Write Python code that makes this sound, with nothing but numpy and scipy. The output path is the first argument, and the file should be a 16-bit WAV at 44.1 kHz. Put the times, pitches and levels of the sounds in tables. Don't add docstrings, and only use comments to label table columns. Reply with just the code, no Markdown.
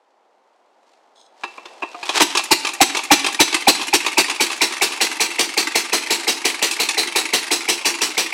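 import sys
import numpy as np
from scipy import signal
from scipy.io import wavfile
from scipy.ndimage import uniform_filter1d

SR = 44100
rng = np.random.default_rng(int(sys.argv[2]) if len(sys.argv) > 2 else 0)


def file_out(sig):
    cols = np.atleast_2d(sig).T
    lim = np.clip(cols, -1, 1)
    pcm = np.round(lim * 32767).astype(np.int16)
    wavfile.write(sys.argv[1], SR, pcm)


N = 367353
TIME = np.arange(N) / SR


def amp(db):
    return 10 ** (np.asarray(db) / 20)


def unit_rms(x):
    return x / np.sqrt(np.mean(x ** 2) + 1e-20)


def at_time(points, s):
    return np.interp(s, *np.transpose(points))


def at_hz(points, hz):
    f, value = np.transpose(points)
    return np.interp(np.log(hz + 1), np.log(f + 1), value)


def add(mix, s, sound):
    part = mix[max(round(s * SR), 0):][:len(sound)]
    part += sound[:len(part)]


def convolve(x, response):
    return signal.fftconvolve(x, response)[:len(x)]


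def colour(points, peaks=(), ripple_db=0, size=4096):
    hz = np.fft.rfftfreq(size, 1 / SR)
    db = at_hz(points, hz) + sum(lift / (1 + (2 * (hz - f) / width) ** 2) for f, width, lift in peaks)
    ripple = unit_rms(uniform_filter1d(uniform_filter1d(rng.standard_normal(len(hz)), size=11), size=7))
    db += ripple_db * np.minimum(ripple, 1.6) * hz / (hz + 700)
    log_gain = np.log(amp(np.r_[db, db[-2:0:-1]]))
    response = np.fft.ifft(np.exp(np.conj(signal.hilbert(log_gain)))).real
    return response / np.linalg.norm(response)


def ring(modes, t):
    wave = sum((-1) ** k * amp(db) * np.exp(-np.log(1000) * t / t60) * np.sin(2 * np.pi * hz * t)
               for k, (hz, db, t60) in enumerate(modes))
    return wave / np.linalg.norm(wave)


def swell(t, rise, power=2):
    u = np.maximum(t, 0) / rise
    return (u * np.exp(1 - u)) ** power


def tone(hz):
    return np.sin(2 * np.pi * np.cumsum(hz) / SR)


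def turns():
    starts = np.transpose(FIRINGS)[0]
    return zip(starts, np.diff(starts))


# frequency in Hz, relative level in dB.
ROOM_TONE_EQ = [(30, -56), (110, -62), (160, -38), (215, -17.5), (370, -9), (580, -5), (820, -1.5),
                (1050, -8), (1400, -15), (2500, -23), (4200, -29), (8500, -39), (13000, -50), (16000, -62)]

def room_tone():
    level_db = -61.5 + np.interp(TIME, [0, 0.5, 1.3, 1.7], [0, 2.5, 5, 15])
    return amp(level_db) * convolve(rng.standard_normal(N), colour(ROOM_TONE_EQ))


# frequency in Hz, t60 in seconds.
ROOM_DECAY = [(60, 0.086), (180, 1), (330, 0.79), (1000, 0.65), (3000, 0.74), (7000, 0.42), (15000, 0.17)]

def workshop(x, wet_db=-13, build_s=0.0069):
    hz, t, bands = signal.stft(rng.standard_normal(SR), SR, nperseg=256)
    decay = np.exp(-np.log(1000) * t / at_hz(ROOM_DECAY, hz)[:, None])
    eq = amp(at_hz([(100, 6.5), (400, -3.5), (900, 2), (16000, 13)], hz))[:, None]
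    tail = signal.istft(bands * decay * eq, SR, nperseg=256)[1][:SR]
    tail *= 1 - np.exp(-(TIME[:SR] / build_s) ** 2)
    return x + amp(wet_db) * convolve(x, tail / np.linalg.norm(tail))


# time in seconds, level in dB.
RUB_LEVEL = [(0, -77), (1.33, -71), (1.42, -51), (1.75, -51.5), (2.01, -43.5), (2.1, -30.5), (2.4, -43),
             (3.2, -38.5), (5, -37.5), (8.33, -40.5)]
# peak time in seconds, level in dB, rise and fall in seconds.
GASPS = [(.9, -65.5, 0.058, 0.11), (2.177, -14, 0.026, 0.015), (2.208, -10.5, 0.0055, .016),
         (2.31, -33, 0.01, .025)]
# frequency in Hz, relative level in dB.
AIR_EQ = [(40, -45), (150, -41), (330, 8), (560, -1.5), (900, 10), (1500, 2), (2500, 4.5), (4500, 2.5),
          (8000, -5), (12000, -20), (16000, -35)]
# time in seconds, level in dB.
SCRAPE_LEVEL = [(1.14, -100), (1.155, -58), (1.215, -54), (1.27, -61), (1.32, -100)]
# frequency in Hz, rough width in Hz, relative level in dB.
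SCRAPE_RINGS = [(3370, 160, -4), (4030, 300, -3), (5200, 200, -7), (6450, 220, -5), (8450, 710, -4)]

def rubbing(rough_db=3.5):
    grain = amp(rough_db * unit_rms(uniform_filter1d(rng.standard_normal(N), size=180)))
    gasps = sum(amp(db) * np.exp(-((TIME - s) / np.where(TIME < s, rise, fall)) ** 2)
                for s, db, rise, fall in GASPS)
    rub = unit_rms(grain * rng.standard_normal(N)) * (amp(at_time(RUB_LEVEL, TIME)) + gasps)
    scrape = unit_rms(grain * rng.standard_normal(N)) * amp(at_time(SCRAPE_LEVEL, TIME))
    sheen = ring([(hz, db, 2.6 / width) for hz, width, db in SCRAPE_RINGS], TIME[:SR // 20])
    return convolve(rub, colour(AIR_EQ)) + convolve(scrape, sheen)


# position as a share of the turn, accent in dB.
SLAPS = [(0.249, 0), (0.494, 1), (.555, -4), (.708, -5.5), (.77, -1.5)]
# time in seconds, relative level in dB.
CLATTER_LEVEL = [(2.2, -23.5), (3.3, -16.5), (3.8, -17), (4.6, -18.5), (5, -19.5), (8.2, -21)]
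# frequency in Hz, relative level in dB.
CLATTER_EQ = [(40, -56), (140, -27.5), (330, 4.5), (550, -22.5), (900, -0.5), (1450, -4.5), (2200, 2),
              (3200, -3.5), (4100, -4.5), (7000, -9.5), (10000, -11), (16000, -41)]
# frequency in Hz, relative level in dB, t60 in seconds.
CASE_MODES = [(355, -2.5, 0.17), (410, -2.5, 0.092), (798.4, -1.5, 0.21), (903, -2, 0.16),
              (963, -12, 0.062), (1165, 0.5, 0.14), (1670, 1.5, 0.084), (1860, -10, .2), (2580, 3.5, 0.088),
              (2664, 4.5, 0.17), (2750, 5, 0.058), (4660, -42, .15)]

def clatter(scatter_turns=0.00507, lag_s=0.007, ping_hz=2250):
    t, out = np.arange(SR // 3) / SR, np.zeros(N)
    case = ring(CASE_MODES, t)
    slap = swell(t[:SR // 25], rise=0.003, power=0.86)
    for s, length in turns():
        phase, db = t / length, at_time(CLATTER_LEVEL, s)
        envelope = amp(-11) * np.clip(phase / 0.75, 0, 1) * np.clip((0.88 - phase) / 0.5, 0, 1)
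        for share, accent_db in SLAPS:
            late, hard, pitch, clear = rng.standard_normal(4)
            delay = (share + scatter_turns * late) * length + lag_s
            blow = amp(accent_db - 7.5 + 3.5 * hard) * slap
            add(envelope, delay, blow)
            ping = np.sin(2 * np.pi * ping_hz * (1 + 0.12 * pitch) * t[:len(slap)])
            add(out, s + delay, amp(db - 2 + 2 * clear) * blow * ping)
        rattle = amp(db) * envelope * rng.standard_normal(len(t))
        metal = colour(CLATTER_EQ, ripple_db=4.2)
        add(out, s, convolve(rattle, metal) + amp(-10) * convolve(rattle, case))
    return out


# frequency in Hz, relative level in dB, t60 in seconds.
THUD_MODES = [(257, -7.5, .08), (339, 2, 0.095), (424, 0.5, 0.057)]

def piston_thuds(share_of_turn=0.44, rise_s=0.009):
    t, out = np.arange(SR // 6) / SR, np.zeros(N)
    for s, length in turns():
        modes = [(hz * (1 + 0.027 * rng.standard_normal()), db, t60) for hz, db, t60 in THUD_MODES]
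        add(out, s + share_of_turn * length, amp(-1) * ring(modes, t) * (1 - np.exp(-t / rise_s)))
    return out


# share of the turn, then strength, treble and case ring in dB.
ROD_KNOCKS = [(.453, -6.5, -15, -3.5), (.523, -3, -8.5, -6.5), (.591, -8, -21, -19), (.742, -15.5, 39, -1)]
# time in seconds, gain in dB.
ROD_FADE = [(2.36, 4), (2.66, -2), (2.97, 0), (3.26, 0.5), (3.55, -3.5), (4.3, -4.5), (4.9, -12)]

def rod_knocks(spread_db=2.6):
    cues = []
    for s, length in turns():
        if s < ROD_FADE[-1][0]:
            for share, db, treble_db, ring_db in ROD_KNOCKS:
                when = s + share * length
                db += at_time(ROD_FADE, when) + spread_db * rng.standard_normal()
                cues.append((when, db, treble_db, ring_db))
    return cues


# start in seconds, then strength, treble and case ring in dB.
KNOCKS_AND_SPITS = [(1.435, -8, -34, -2), (1.579, -17.5, -64, -8), (1.655, -19, -27, -4),
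                    (1.822, -11, -42, 0), (1.83, -6.5, -50, -7), (1.944, -20.5, -50, -12),
                    (2.029, -13, -18, -1.5), (2.054, -16.5, -4, -7), (2.091, -2, -24, -11),
                    (6.71, -4, 17, -8), (6.733, -10, 7, -18), (6.887, -1.5, -2, -23),
                    (6.908, -9.5, -1, -10)]
# frequency in Hz, relative level in dB.
KNOCK_EQ = [(40, -22), (90, -39), (170, -33), (320, 0), (550, -7.5), (1050, 9), (1550, -9), (2500, 0),
            (3300, 2.5), (4200, 0.5), (7000, -5.5), (10000, -13), (16000, -36)]

def knocks_and_spits(chatter_s=0.0094, neutral_treble_db=-11, shelf_hz=3500, clink_hz=2450):
    t, out = np.arange(SR // 4) / SR, np.zeros(N)
    for s, db, treble_db, ring_db in KNOCKS_AND_SPITS + rod_knocks():
        case = ring([(hz, level + 2.1 * rng.standard_normal(), t60) for hz, level, t60 in CASE_MODES], t)
        chatter = rng.standard_normal(len(t)) * np.exp(-t / chatter_s) * (1 - np.exp(-t / 0.0012))
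        shelf_db = treble_db - neutral_treble_db
        eq = [(hz, level + shelf_db * hz ** 2 / (hz ** 2 + shelf_hz ** 2)) for hz, level in KNOCK_EQ]
        crack = convolve(chatter, colour(eq, ripple_db=4))
        add(out, s, amp(db - 10) * (crack + amp(ring_db) * np.linalg.norm(chatter) * case))
        clink = np.sin(2 * np.pi * clink_hz * (1 + 0.043 * rng.standard_normal()) * t)
        add(out, s, amp(db - 15) * swell(t, rise=0.0029, power=1) * clink)
    add(out, 1.948, amp(-2.5) * ring([(710, -1, 0.34), (1220, 6.5, 0.054)], t))
    return out


# frequency in Hz, relative level in dB,
# t60 at idle in seconds, dB gained per dB of extra boom.
BOOM_MODES = [(121, -27.5, 0.16, 1.5), (179, -7.5, 0.11, 0.48), (209, -9.5, 0.066, 1.38),
              (276.5, -17, 0.26, 1.45), (305.3, -11, 0.24, 1.37), (343.4, 3, 0.23, 0), (385, 2.5, 0.19, 0),
              (450.3, 5.5, 0.12, -2.7), (740, -3.5, 0.16, -2), (765, -6.5, 0.1, -0.5),
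              (973, -4.5, 0.31, 0.06), (980, -18, 0.082, -8), (1138, 1, 0.13, 0.66)]

def boom(t, extra_db, force):
    modes = [(hz * (1 + 0.0077 * rng.standard_normal()), db + growth * extra_db, t60 / (1 + 0.11 * force))
             for hz, db, t60, growth in BOOM_MODES]
    return ring(modes, t) * (1 - np.exp(-t / 0.0082))


# time in seconds, cylinder emptying time in seconds.
BLOWDOWN = [(2.2, 0.018), (3.05, 0.026), (3.9, 0.029), (4.4, 0.039), (5.3, 0.046), (8.3, 0.05)]
# frequency in Hz, relative level in dB.
JET_EQ = [(30, -22), (90, -41), (160, -16), (300, 2), (450, -2), (600, -6.5), (860, 0), (1400, -5.5),
          (2400, 3), (3300, -1), (4200, -2.5), (7000, -4), (10500, -9.5), (16000, -22)]
# frequency in Hz, width in Hz, lift in dB.
PIPE_PEAKS = [(1897, 220, 1.5), (2500, 38, -4), (2680, 90, 4.5), (4030, 380, 6), (4547, 116, 4.5),
              (5515, 420, 3.5), (6040, 62, 8), (7880, 94, 7.5), (8120, 190, 2.5), (8650, 100, 5.5)]

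def gas_jet(t, s, turbulence, force, whistle_hz, lead_s, surge_s=0.0173):
    empty_s = at_time(BLOWDOWN, s)
    since_open = np.maximum(t - lead_s, 0)
    leak = amp(-17) * swell(t, lead_s, power=1)
    opening = 1 - np.exp(-since_open / 0.00086)
    emptying = np.exp(-(since_open / empty_s) ** (1.71 + 0.085 * force))
    surge = 0.14 * swell(since_open - surge_s, rise=0.001, power=0.68) * np.exp(-surge_s / empty_s)
    throaty_eq = [(hz, db + 0.41 * force / (1 + (hz / 1500) ** 2)) for hz, db in JET_EQ]
    passage = colour(throaty_eq, PIPE_PEAKS + [(whistle_hz, 280, 6)], ripple_db=3)
    return convolve((leak + opening * emptying + surge) * turbulence, passage)


# time in seconds, relative level in dB.
CHIRP_LEVEL = [(2.5, -30), (3.1, -18), (4.8, -16.5), (5.05, -20), (6.3, -22.5), (8.3, -21.5)]
# time in seconds, strength in dB, bark trim in dB, whistle of the jet in Hz.
FIRINGS = [(2.215, -12, 2.5, 3650), (2.5142, -9.5, -2, 4560), (2.8109, -8.5, 5.5, 4160),
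           (3.1133, -7, 4.5, 4000), (3.4009, -9, -2, 3900), (3.6781, -8, 5, 3970), (3.9362, -12.5, 2, 5360),
           (4.1791, -12.5, 0, 4800), (4.405, -17, -3.5, 4500), (4.6159, -16, -3.5, 4060),
           (4.8185, -17, -1, 3730), (5.0113, -18, -4.5, 4300), (5.2039, -18, -3, 4340),
           (5.3911, -18, -7, 4850), (5.575, -17.5, -4.5, 4600), (5.7534, -17.5, -11, 5280),
           (5.9288, -18, -15, 4200), (6.1049, -18, -9, 4180), (6.2761, -18.5, -7, 5150),
           (6.45, -18.5, -9, 4600), (6.6238, -18, -7, 3760), (6.7983, -19.5, -9, 4160),
           (6.977, -18.5, -6, 4150), (7.1579, -18, -5.5, 3920), (7.3336, -18, -11, 4260),
           (7.5127, -18.5, -4.5, 5130), (7.6858, -18, -11, 5350), (7.8538, -18, -6, 5960),
           (8.016, -19.5, -10, 5550), (8.1768, -18.5, -11, 3940), (8.3315, -14, -9, 4340)]

def exhaust(lead_s=0.0072, chirp_hz=2330, bark_hz=860, thump_hz=72, idle_db=-18, shock_share=0.24):
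    t, out = np.arange(SR // 5) / SR, np.zeros(N)
    shocks = rng.standard_normal(len(t))
    for s, db, bark_db, whistle_hz in FIRINGS:
        eddies, drift = rng.standard_normal((2, len(t)))
        chirp_tune, bark_tune = rng.standard_normal(2)
        waver = unit_rms(uniform_filter1d(drift, size=90))
        boom_db = -27.5 + 1.37 * (db - idle_db)
        extra_db = boom_db + 26
        force = max(extra_db, 0)

        chirp = tone(chirp_hz * (1 + 0.018 * chirp_tune) * (1 + 0.092 * waver))
        chirp *= swell(t, rise=0.0028, power=0.89)
        add(out, s - lead_s - 0.000232 * force, amp(at_time(CHIRP_LEVEL, s) + 5) * chirp)
        bark = tone(bark_hz * (1 + 0.034 * bark_tune) * (1 + 0.065 * waver))
        add(out, s - lead_s, amp(db + bark_db + 2) * swell(t, rise=0.007, power=2.46) * bark)

        add(out, s - 0.003, amp(boom_db + 35) * boom(t, extra_db, force))
        thump = swell(t, rise=0.0046) * np.sin(2 * np.pi * thump_hz * t)
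        add(out, s, amp(boom_db - 33 + 0.79 * extra_db) * thump)

        turbulence = np.sqrt(shock_share) * shocks + np.sqrt(1 - shock_share) * eddies * amp(1.9 * waver)
        add(out, s - lead_s, amp(db + 4) * gas_jet(t, s, turbulence, force, whistle_hz, lead_s))
    return out


def scene():
    engine = exhaust() + knocks_and_spits() + piston_thuds() + clatter() + rubbing()
    return (workshop(engine) + room_tone())[None]


def record(dry, ceiling=0.61, low_cut_hz=62, high_cut_hz=16000):
    clipped = dry / (1 + (dry / ceiling) ** 4) ** (1 / 4)
    low_cut = signal.butter(2, low_cut_hz, "high", fs=SR, output="sos")
    high_cut = signal.firwin(401, high_cut_hz, window=("kaiser", 9), fs=SR)
    return signal.oaconvolve(signal.sosfilt(low_cut, clipped), high_cut[None], "same")


dry = scene()
out = record(dry)
file_out(out)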